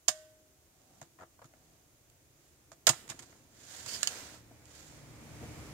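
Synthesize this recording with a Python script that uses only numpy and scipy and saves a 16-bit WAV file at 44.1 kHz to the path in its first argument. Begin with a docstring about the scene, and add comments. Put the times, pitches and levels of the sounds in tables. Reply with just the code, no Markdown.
"""A laptop on a desk is handled close by: a sprung click, soft hollow knocks, then the latch of its optical
drive lets go. The tray is pulled out along its rails, clicks twice at the stop and rubs a little more.
Clicks are short bursts of noise that ring the case, frame and desk; sliding is coloured, grainy noise.
The small room has a faint hiss, and a low rumble, like traffic outside, swells at the end."""
import sys
import numpy as np
from scipy import signal
from scipy.fft import rfft, irfft, next_fast_len
from scipy.io import wavfile
from scipy.ndimage import uniform_filter1d

SR = 44100
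rng = np.random.default_rng(int(sys.argv[2]) if len(sys.argv) > 2 else 0)


def unload_wav(signal):
    """Save mono or channel-first audio to the path in sys.argv[1] as 16-bit WAV at rate SR, clipped to [-1, 1]."""
    wavfile.write(
        sys.argv[1],
        SR,
        np.round(np.clip(np.atleast_2d(signal).T, -1, 1) * 32767).astype(np.int16),
    )


N = 252693  # length in samples
TIME = np.arange(N) / SR  # seconds


def gain_of(db):
    """Turns decibels into a factor on the wave."""
    return 10 ** (np.asarray(db) / 20)


def evened(x):
    """Scales a sound to an average (rms) level of 1."""
    return x / np.sqrt(np.mean(x ** 2) + 1e-20)


def read(points, hz):
    """Reads a table between its points, along a logarithmic pitch axis."""
    point_hz, value = np.transpose(points)
    return np.interp(np.log(hz + 1), np.log(point_hz + 1), value)


def add(mix, s, sound):
    """Adds a sound to the mix at the time s, in seconds."""
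    part = mix[..., round(s * SR):][..., :sound.shape[-1]]
    part += sound[..., :part.shape[-1]]


def convolve(x, response):
    """Plays x through a response, channel by channel."""
    return signal.fftconvolve(np.atleast_2d(x), np.atleast_2d(response), axes=1)[:, :N]


def colour(x, spectrum, size=4096):
    """Gives x a tone colour; the filter has unit energy and never sounds ahead of its input."""
    hz = abs(np.fft.fftfreq(size, 1 / SR))
    log_gain = np.log(gain_of(read(spectrum, hz)))
    # this choice of phase puts the energy as early as possible
    response = np.exp(signal.hilbert(log_gain).conj())
    taps = np.fft.ifft(response).real[:size // 2]
    return convolve(x, taps / np.linalg.norm(taps))


def ring(modes, contact=0):
    """One second of dying vibration; a long contact time (s) softens its start."""
    t = TIME[:SR]
    waves = sum(gain_of(db - 60 * t / t60) * np.cos(2 * np.pi * hz * t) for hz, db, t60 in modes)
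    return waves * (1 - np.exp(-t / contact)) if contact else waves


def noise():
    """White noise at two microphone ports, nearly alike in the bass and mostly unlike in the treble."""
    # likeness of the two ports: pitch_hz, likeness (0 to 1)
    likeness = [(50, 1), (250, 0.95), (700, 0.54), (1600, 0.16), (3500, 0.03), (8000, 0.33), (16000, 0.16)]
    size = next_fast_len(N)
    a, b = rfft(rng.standard_normal((2, size)))
    same = np.clip(read(likeness, np.fft.rfftfreq(size, 1 / SR)), -1, 1)
    second = same * a + np.sqrt(1 - same ** 2) * b
    return irfft(np.array([a, second]), size)[:, :N]


def strokes(rows):
    """Each stroke swells, holds and fades to rest; where strokes overlap, their powers add."""
    power = np.zeros(N)
    for start, attack, hold, release, db in rows:
        up = np.clip((TIME - start) / attack, 0, 1) ** 2
        down = np.clip(1 - (TIME - start - attack - hold) / release, 0, 1)
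        power += (gain_of(db) * up * down) ** 2
    return np.sqrt(power)


def friction(rows, spectrum, grain_db, judder_db):
    """Rubbing is countless tiny slips: noise with fine grains and slower judder, under uneven strokes."""
    grains = evened(uniform_filter1d(rng.standard_normal(N), size=30))
    judder = evened(uniform_filter1d(rng.standard_normal(N), size=600))
    slips = evened(noise() * gain_of(grain_db * grains + judder_db * judder))
    return colour(slips * strokes(rows), spectrum)


def self_noise(hiss_db=-69):
    """Even hiss of the two microphones, independent in each."""
    return gain_of(hiss_db) * rng.standard_normal((2, N))


def quiet_room(level_db=-68):
    """The steady, mostly low background of the room is coloured noise."""
    # tone colour of the background: pitch_hz, relative level_db (per Hz)
    quiet_colour = [(20, -4), (40, -4), (62, -1.5), (140, -5), (180, -18), (340, -6.5), (460, -14),
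                    (720, -15), (850, -21.5), (1100, -22.5), (4300, -31.5), (6700, -16.5), (10000, -32),
                    (16000, -43)]
    return gain_of(level_db) * colour(noise(), quiet_colour)


def nearness():
    """Level of something that passes far off: it falls with the distance."""
    nearest_s, nearest_db = 5.584, -46.5  # the level is set before the gains in rumble()
    pass_s, loss_db_per_s = 0.31, 1  # time to pass, and extra loss on the way
    away = TIME - nearest_s
    return gain_of(nearest_db - loss_db_per_s * abs(away)) / np.hypot(1, away / pass_s)


def rumble(boom_db=-4, wash_db=-4.0, surge_db=-0.2):
    """A far roar draws near as coloured noise, with an unevenly surging boom in low room resonances."""
    # low room resonances: pitch_hz, relative level_db, t60_s (time to fall by 60 dB)
    boom_modes = [(57.7, -15, .4), (76.3, -2.5, 0.23), (114.7, -8.5, 0.84), (144.5, -7, 0.38),
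                  (237, -14.5, 0.21), (304, -5, .2)]
    # tone colour of the roar: pitch_hz, relative level_db (per Hz)
    roar_colour = [(20, -31), (45, -19), (110, -7), (190, -12.5), (235, -9), (340, -15), (520, -13.5),
                   (800, -18.5), (1700, -22.5), (2300, -19.5), (2750, -25.5), (4000, -28), (7000, -25.5),
                   (16000, -39.5)]
    surge = gain_of(surge_db * evened(uniform_filter1d(rng.standard_normal(N), size=4000)))
    boom = surge * evened(convolve(noise(), ring(boom_modes, contact=0.0021)))
    wash = colour(noise(), roar_colour)
    return nearness() * (gain_of(boom_db) * boom + gain_of(wash_db) * wash)


# The contact functions below give rows for clicks(), which adds its own gains to their levels:
# start_s, crack_db, knock_db, knock_hz, desk thud_db, rise_s (build-up), length_s (dying away)


def snaps(knock_hz=1150, rebound_hz=980, rebound_crack_db=2.0, rebound_rise=.0007, rebound_thud_db=-9):
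    """A sprung catch lets go with a bright crack that jolts the desk; the freed part rebounds with clacks."""
    # catches: start_s, crack_db, knock_db, rise_s, length_s, rebound_db, thud_db (before the gains in clicks)
    catches = [(0.0808, -7, -23, 0.0046, 0.0037, -33.5, -55),
               (2.8686, -5, -19.5, .00058, 0.0021, -21.5, -43.5),
               (2.8893, -9, -21.5, 0.003, .004, -31, -30)]
    # the two rebounds: delay_s, length_s
    rebounds = [(.0048, .002), (.0086, 0.0041)]
    for s, crack_db, knock_db, rise, length, rebound_db, thud_db in catches:
        yield s, crack_db, knock_db, knock_hz, thud_db, rise, length
        for delay, rebound_length in rebounds:
            rebound_crack = rebound_db + rebound_crack_db
            rebound_thud = thud_db + rebound_thud_db
            yield s + delay, rebound_crack, rebound_db, rebound_hz, rebound_thud, rebound_rise, rebound_length


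def spring(start_s=.083):
    """A small steel part sings on after the first click, as a sum of dying tones."""
    # its tones: pitch_hz, level_db, t60_s (time to fall by 60 dB)
    spring_modes = [(623, -46, 0.86), (1520, -63.5, 0.88), (1880, -58, 0.65), (3555, -36, 0.099),
                    (5889, -66, .25), (6100, -55, 0.18), (8240, -60.5, 0.282)]
    out = np.zeros(N)
    add(out, start_s, ring(spring_modes, contact=0.0013))
    return out


def ticks(knock_db=-22, knock_hz=1400, thud_db=-28, rise=.0003, length=0.0012):
    """Thin, tiny ticks of the plastic that barely stir the case."""
    # ticks: start_s, level_db (before the gains in clicks)
    tick_rows = [(.1755, -49), (.817, -57), (2.0997, -52), (4.655, -50)]
    return [(s, db, db + knock_db, knock_hz, db + thud_db, rise, length) for s, db in tick_rows]


def fingertip():
    """A fingertip creeps over the case: very grainy rubbing of skin."""
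    # strokes: start_s, attack_s, hold_s, release_s, level_db
    creeps = [(.42, 0.526, 0.099, 0.046, -65), (1.3, 0.27, 0.17, 0.22, -69)]
    # tone colour of skin on the case: pitch_hz, relative level_db (per Hz)
    skin_colour = [(50, -25), (140, 9.5), (250, -3), (450, -8), (720, 1), (950, -11), (1600, -13),
                   (3000, -17.5), (7000, -12.5), (15000, -30)]
    return friction(creeps, skin_colour, grain_db=3.0, judder_db=0.4)


def button(crack_db=-1.0, knock_hz=900, length=.004, settle_s=.012, settle_db=-10, settle_hz=750,
           settle_crack_db=2.5, settle_length=0.0045):
    """The eject button clicks under the finger, then settles more softly and a little lower."""
    # presses: start_s, level_db, rise_s, desk thud_db (before the gains in clicks)
    presses = [(1.0143, -46, 0.00046, -48.5), (1.442, -49.5, 0.0032, -51), (2.7166, -47, 0.0014, -57.5)]
    for s, db, rise, thud_db in presses:
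        yield s, db + crack_db, db, knock_hz, thud_db, rise, length
        soft_db = db + settle_db
        yield (s + settle_s, soft_db + settle_crack_db, soft_db, settle_hz,
               thud_db + settle_db, rise, settle_length)


def creak(count=5, loudest=2.8, fade_db=-0.7, knock_hz=760, hz_per_db=22, crack_db=-16, thud_db=-8,
          rise=0.00225, length=0.0052):
    """The case creaks under the grip: dull, even-paced slips swell and fade, the weaker ones higher."""
    start_s, slip_s, creak_db = 1.1865, 0.011, -45.5  # start, time between slips, level of the swell's top
    for k in range(count):
        below_db = fade_db * (k - loudest) ** 2
        db = creak_db + below_db
        slip_hz = knock_hz - hz_per_db * below_db
        yield start_s + k * slip_s, db + crack_db, db, slip_hz, db + thud_db, rise, length


def knocks(crack_db=-15, thud_db=-19, rise_share=0.25):
    """Soft, hollow knocks: a finger or loose plastic part bumps the case, with hardly any crack."""
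    # knocks: start_s, level_db (before the gains in clicks), centre pitch_hz, length_s
    knock_rows = [(1.391, -52.5, 730, 0.0026), (1.4164, -49.5, 790, .007), (1.536, -55, 970, 0.0027),
                  (2.931, -43, 1120, .006), (3.117, -43, 1100, 0.0043), (3.326, -54, 1100, 0.0028),
                  (4.509, -56, 381, 0.0117), (4.977, -50.5, 640, .0024), (5.426, -49.5, 380, 0.0119)]
    return [(s, db + crack_db, db, hz, db + thud_db, rise_share * length, length)
            for s, db, hz, length in knock_rows]


def rails():
    """The tray shifts, is pulled, speeds up and is later eased a little: strokes of noise along its rails."""
    # strokes: start_s, attack_s, hold_s, release_s, level_db
    slides = [(2.25, .17, .06, 0.13, -72), (3.08, 0.049, 0.091, 0.33, -62), (3.42, 0.32, .3, .08, -49),
              (3.84, 0.025, 0.19, 0.12, -47.5), (4.56, 0.2, .01, .38, -55)]
    # tone colour of the tray on its rails: pitch_hz, relative level_db (per Hz)
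    rail_colour = [(60, -40), (150, -15), (600, -4), (1100, -9.5), (1600, -2), (2450, -7.5), (3100, -5),
                   (3900, -4.5), (4700, -3), (5800, -3), (6950, 2.5), (8300, -5.5), (10000, -11.5),
                   (15500, -18.5)]
    return friction(slides, rail_colour, grain_db=1.5, judder_db=1.2)


def carried_body():
    """The hand moving the tray makes the laptop rumble on the desk: low, juddering friction."""
    # strokes: start_s, attack_s, hold_s, release_s, level_db
    carries = [(2.85, 0.11, 0.17, 0.52, -60.5), (3.3, 0.59, 0.44, 0.1, -58.5),
               (5.37, 0.058, .02, 0.048, -48.5)]
    # tone colour of the laptop on the desk: pitch_hz, relative level_db (per Hz)
    body_colour = [(30, -11.5), (75, 0), (140, -6.5), (330, -7), (700, -13.5), (2000, -25), (8000, -44)]
    return friction(carries, body_colour, grain_db=1.5, judder_db=3.4)


def rattles(knock_db=-8, knock_hz=1300, thud_db=-14, rise_share=0.58):
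    """The loose tray chatters brightly in its rails; a longer rattle also builds up more slowly."""
    # rattles: start_s, level_db (before the gains in clicks), length_s
    rattle_rows = [(3.0772, -45, 0.0027), (3.089, -39, 0.0067), (3.097, -33, 0.0086), (3.19, -39, 0.0066),
                   (3.222, -45, 0.0085), (3.861, -33.5, 0.003), (4.344, -45.5, 0.0042)]
    return [(s, db, db + knock_db, knock_hz, db + thud_db, rise_share * length, length)
            for s, db, length in rattle_rows]


def scrape():
    """The rails bind and scrape on the second half of the way: two short, bright strokes of friction."""
    # strokes: start_s, attack_s, hold_s, release_s, level_db
    binds = [(3.845, 0.045, .005, 0.047, -41), (3.895, 0.047, .008, 0.032, -38)]
    # tone colour of binding rails: pitch_hz, relative level_db (per Hz)
    scrape_colour = [(200, -30), (1500, -7), (2500, -4), (3100, 2.5), (3800, -12), (4650, 11), (5400, 3),
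                     (6200, 0), (7000, 3), (9000, -5), (15500, -17)]
    return friction(binds, scrape_colour, grain_db=1.5, judder_db=0.2)


def plastic_rub():
    """Plastic rubs on plastic around the stop and after it: one stroke of fine friction."""
    # strokes: start_s, attack_s, hold_s, release_s, level_db
    drags = [(4.0, .12, .02, 0.3, -45.5)]
    # tone colour of plastic on plastic: pitch_hz, relative level_db (per Hz)
    rub_colour = [(60, -8), (150, -13), (600, -4.5), (900, -8), (1500, -3), (2900, -8), (4700, -6),
                  (6900, -4), (8400, -8), (10000, -15.5), (15500, -20)]
    return friction(drags, rub_colour, grain_db=1.1, judder_db=0.6)


def stops(knock_hz=2100, thud_db=-39, rise=0.00034, length=0.0022):
    """Hard, short clicks as the two rails of the light tray reach their stops."""
    # stops: start_s, crack_db, knock_db (before the gains in clicks)
    stop_rows = [(4.0304, -20, -27.5), (4.0730, -17, -34)]
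    return [(s, crack_db, knock_db, knock_hz, knock_db + thud_db, rise, length)
            for s, crack_db, knock_db in stop_rows]


def clicks(contacts, case_db=-7, frame_db=-23, crack_gain_db=3.0, knock_gain_db=4):
    """Each contact is a brief rattling burst; its blow rings the case, the frame and the desk."""
    # modes of the case, the drive's sheet-metal frame and the desk:
    # pitch_hz, relative level_db, t60_s (time to fall by 60 dB)
    case_modes = [(480, -34.5, 0.11), (652, 6.5, 0.067), (704, -1, 0.099), (863, -7.5, 0.033),
                  (1060, -24, 0.099), (1212, -9, 0.13), (1420, -2.5, 0.062), (1580, -19, 0.032),
                  (1720, -2, 0.085), (2010, -14, 0.062), (2230, -17, 0.081), (2900, -8, .05)]
    frame_modes = [(3260, -6.5, 0.071), (4780, -9, .05), (5100, -13, .07), (6040, -6, 0.1083),
                   (6850, -28, .08), (6450, -10, 0.0807), (7060, -10, .08), (7560, -7, .08),
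                   (8400, -5, 0.098)]
    desk_modes = [(127, 0.5, .12), (138, 1, 0.11), (235, 5.5, 0.031), (339.4, -6.5, 0.14)]
    # tone colour of snapping and rattling plastic: pitch_hz, relative level_db (per Hz)
    crack_colour = [(100, -60), (600, -20.5), (2000, -15), (3200, -7.5), (4050, -9), (4900, -5), (6000, -7),
                    (6900, 3), (7500, -5), (8500, -4.5), (9500, -16.5), (12000, -17.5), (15500, -27)]
    # tone colour of a knock: factor on the centre pitch, relative level_db (per Hz)
    knock_colour = [(.05, -26), (.2, -11.5), (.36, -14.5), (.5, -7.5), (.68, 1), (1, -1), (1.75, -1),
                    (2.3, -7.5), (3.2, -17.5), (6, -31), (15, -44.5)]
    crack, hollow, chatter = np.zeros((2, N)), np.zeros((2, N)), noise()
    frame_blows, desk_blows = np.zeros((2, N))
    t = TIME[:SR // 12]
    case_hz = np.transpose(case_modes)[0]
    case_rings = np.array([ring([mode], contact=0.00075)[:SR // 4] for mode in case_modes])
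    for s, crack_db, knock_db, knock_hz, thud_db, rise, length in contacts:
        at = round(s * SR)
        burst = (1 - np.exp(-t / rise)) * np.exp(-t / length)
        add(crack, s, gain_of(crack_db) * burst * chatter[:, at:at + len(t)])
        spectrum = [(knock_hz * factor, db) for factor, db in knock_colour]
        start = rng.integers(N - len(t))  # the knock takes its noise from a random place
        thump = colour(burst * chatter[:, start:start + len(t)], spectrum)
        add(hollow, s, gain_of(knock_db + knock_gain_db) * thump)
        peak = at + np.argmax(burst)  # the blow lands at the height of the rattle
        # the knock's colour decides how strongly each case mode rings
        mode_gains = gain_of(knock_db + case_db + read(spectrum, case_hz))
        add(hollow, peak / SR, mode_gains @ case_rings * burst.max())
        frame_blows[peak] += gain_of(crack_db + frame_db) * burst.max()
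        desk_blows[peak] += gain_of(thud_db)
    frame = convolve(frame_blows, ring(frame_modes, contact=0.00034))
    desk = convolve(desk_blows, ring(desk_modes, contact=0.008))
    return gain_of(crack_gain_db) * colour(crack, crack_colour) + hollow + frame + desk


def room(x, early_db=-9.5, early_t60=0.1, late_db=-21, delay=0.0031):
    """Quick reflections from the desk and things on it, then the faint tail of the room, as dying noise."""
    # tail of the room: pitch_hz, t60_s (time to fall by 60 dB)
    tail_t60 = [(100, .35), (500, 0.28), (2000, 0.77), (7000, 0.41), (15000, 0.96)]
    t = TIME[:SR]
    onset = 1 - np.exp(-(t / delay) ** 2)
    early = noise()[:, :SR] * onset * gain_of(-60 * t / early_t60)
    hz, frame_s, z = signal.stft(noise()[:, :SR], SR, nperseg=256)
    fading = z * gain_of(-60 * frame_s / read(tail_t60, hz)[:, None])  # each pitch dies at its own pace
    late = onset * signal.istft(fading, SR, nperseg=256)[1][:, :SR]
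    response = gain_of(early_db) * evened(early) + gain_of(late_db) * evened(late)
    return convolve(x, response / np.sqrt(SR))


def ports(x, shade=1.0):
    """The left port is screened from the treble and hears the upper middle range a little late."""
    # level between the ports: pitch_hz, left minus right level_db (scaled by shade)
    port_shade = [(100, .3), (700, 1.7), (1700, 2.8), (2600, 0), (3600, -5), (5000, -12), (7000, -19),
                  (9000, -17), (12000, -13), (16000, -12)]
    # timing between the ports: pitch_hz, phase by which left leads (radians)
    port_lead = [(300, 0.5), (800, -0.2), (1300, 0.2), (2000, -1.14), (3000, -3.5)]
    size = next_fast_len(N + SR)
    hz = np.fft.rfftfreq(size, 1 / SR)
    ratio = gain_of(shade * read(port_shade, hz))
    left, right = ratio * np.exp(1j * read(port_lead, hz)), np.ones(len(hz))
    gains = np.array([left, right]) * np.sqrt(2 / (1 + ratio ** 2))  # the two gains keep the same total power
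    return irfft(rfft(x, size) * gains, size)[:, :N]


def scene():
    """The laptop is near and to one side; the background is less screened between the ports."""
    contacts = [*snaps(), *ticks(), *button(), *creak(), *knocks(), *rattles(), *stops()]
    hits = clicks(contacts) + spring()
    sliding = fingertip() + rails() + carried_body() + scrape() + plastic_rub()
    near = ports(hits, shade=1.18) + ports(sliding, shade=0.99)
    reflections = ports(room(hits + sliding), shade=1.0)
    background = ports(quiet_room() + rumble(), shade=0.5)
    return near + reflections + background + self_noise()


def record(dry, bass_hz=45, edge_hz=15800, full_scale=1.0):
    """The recorder sheds the deep bass, rounds off the highest peaks and cuts the top treble."""
    bass_cut = signal.butter(2, bass_hz, "highpass", fs=SR, output="sos")
    thinned = signal.sosfilt(bass_cut, dry)
    rounded = full_scale * np.tanh(thinned / full_scale)  # the input saturates towards full_scale
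    treble_cut = signal.firwin(255, edge_hz, window=("kaiser", 8), fs=SR)
    return signal.oaconvolve(rounded, treble_cut[None], "same")


dry = scene()
out = record(dry)
unload_wav(out)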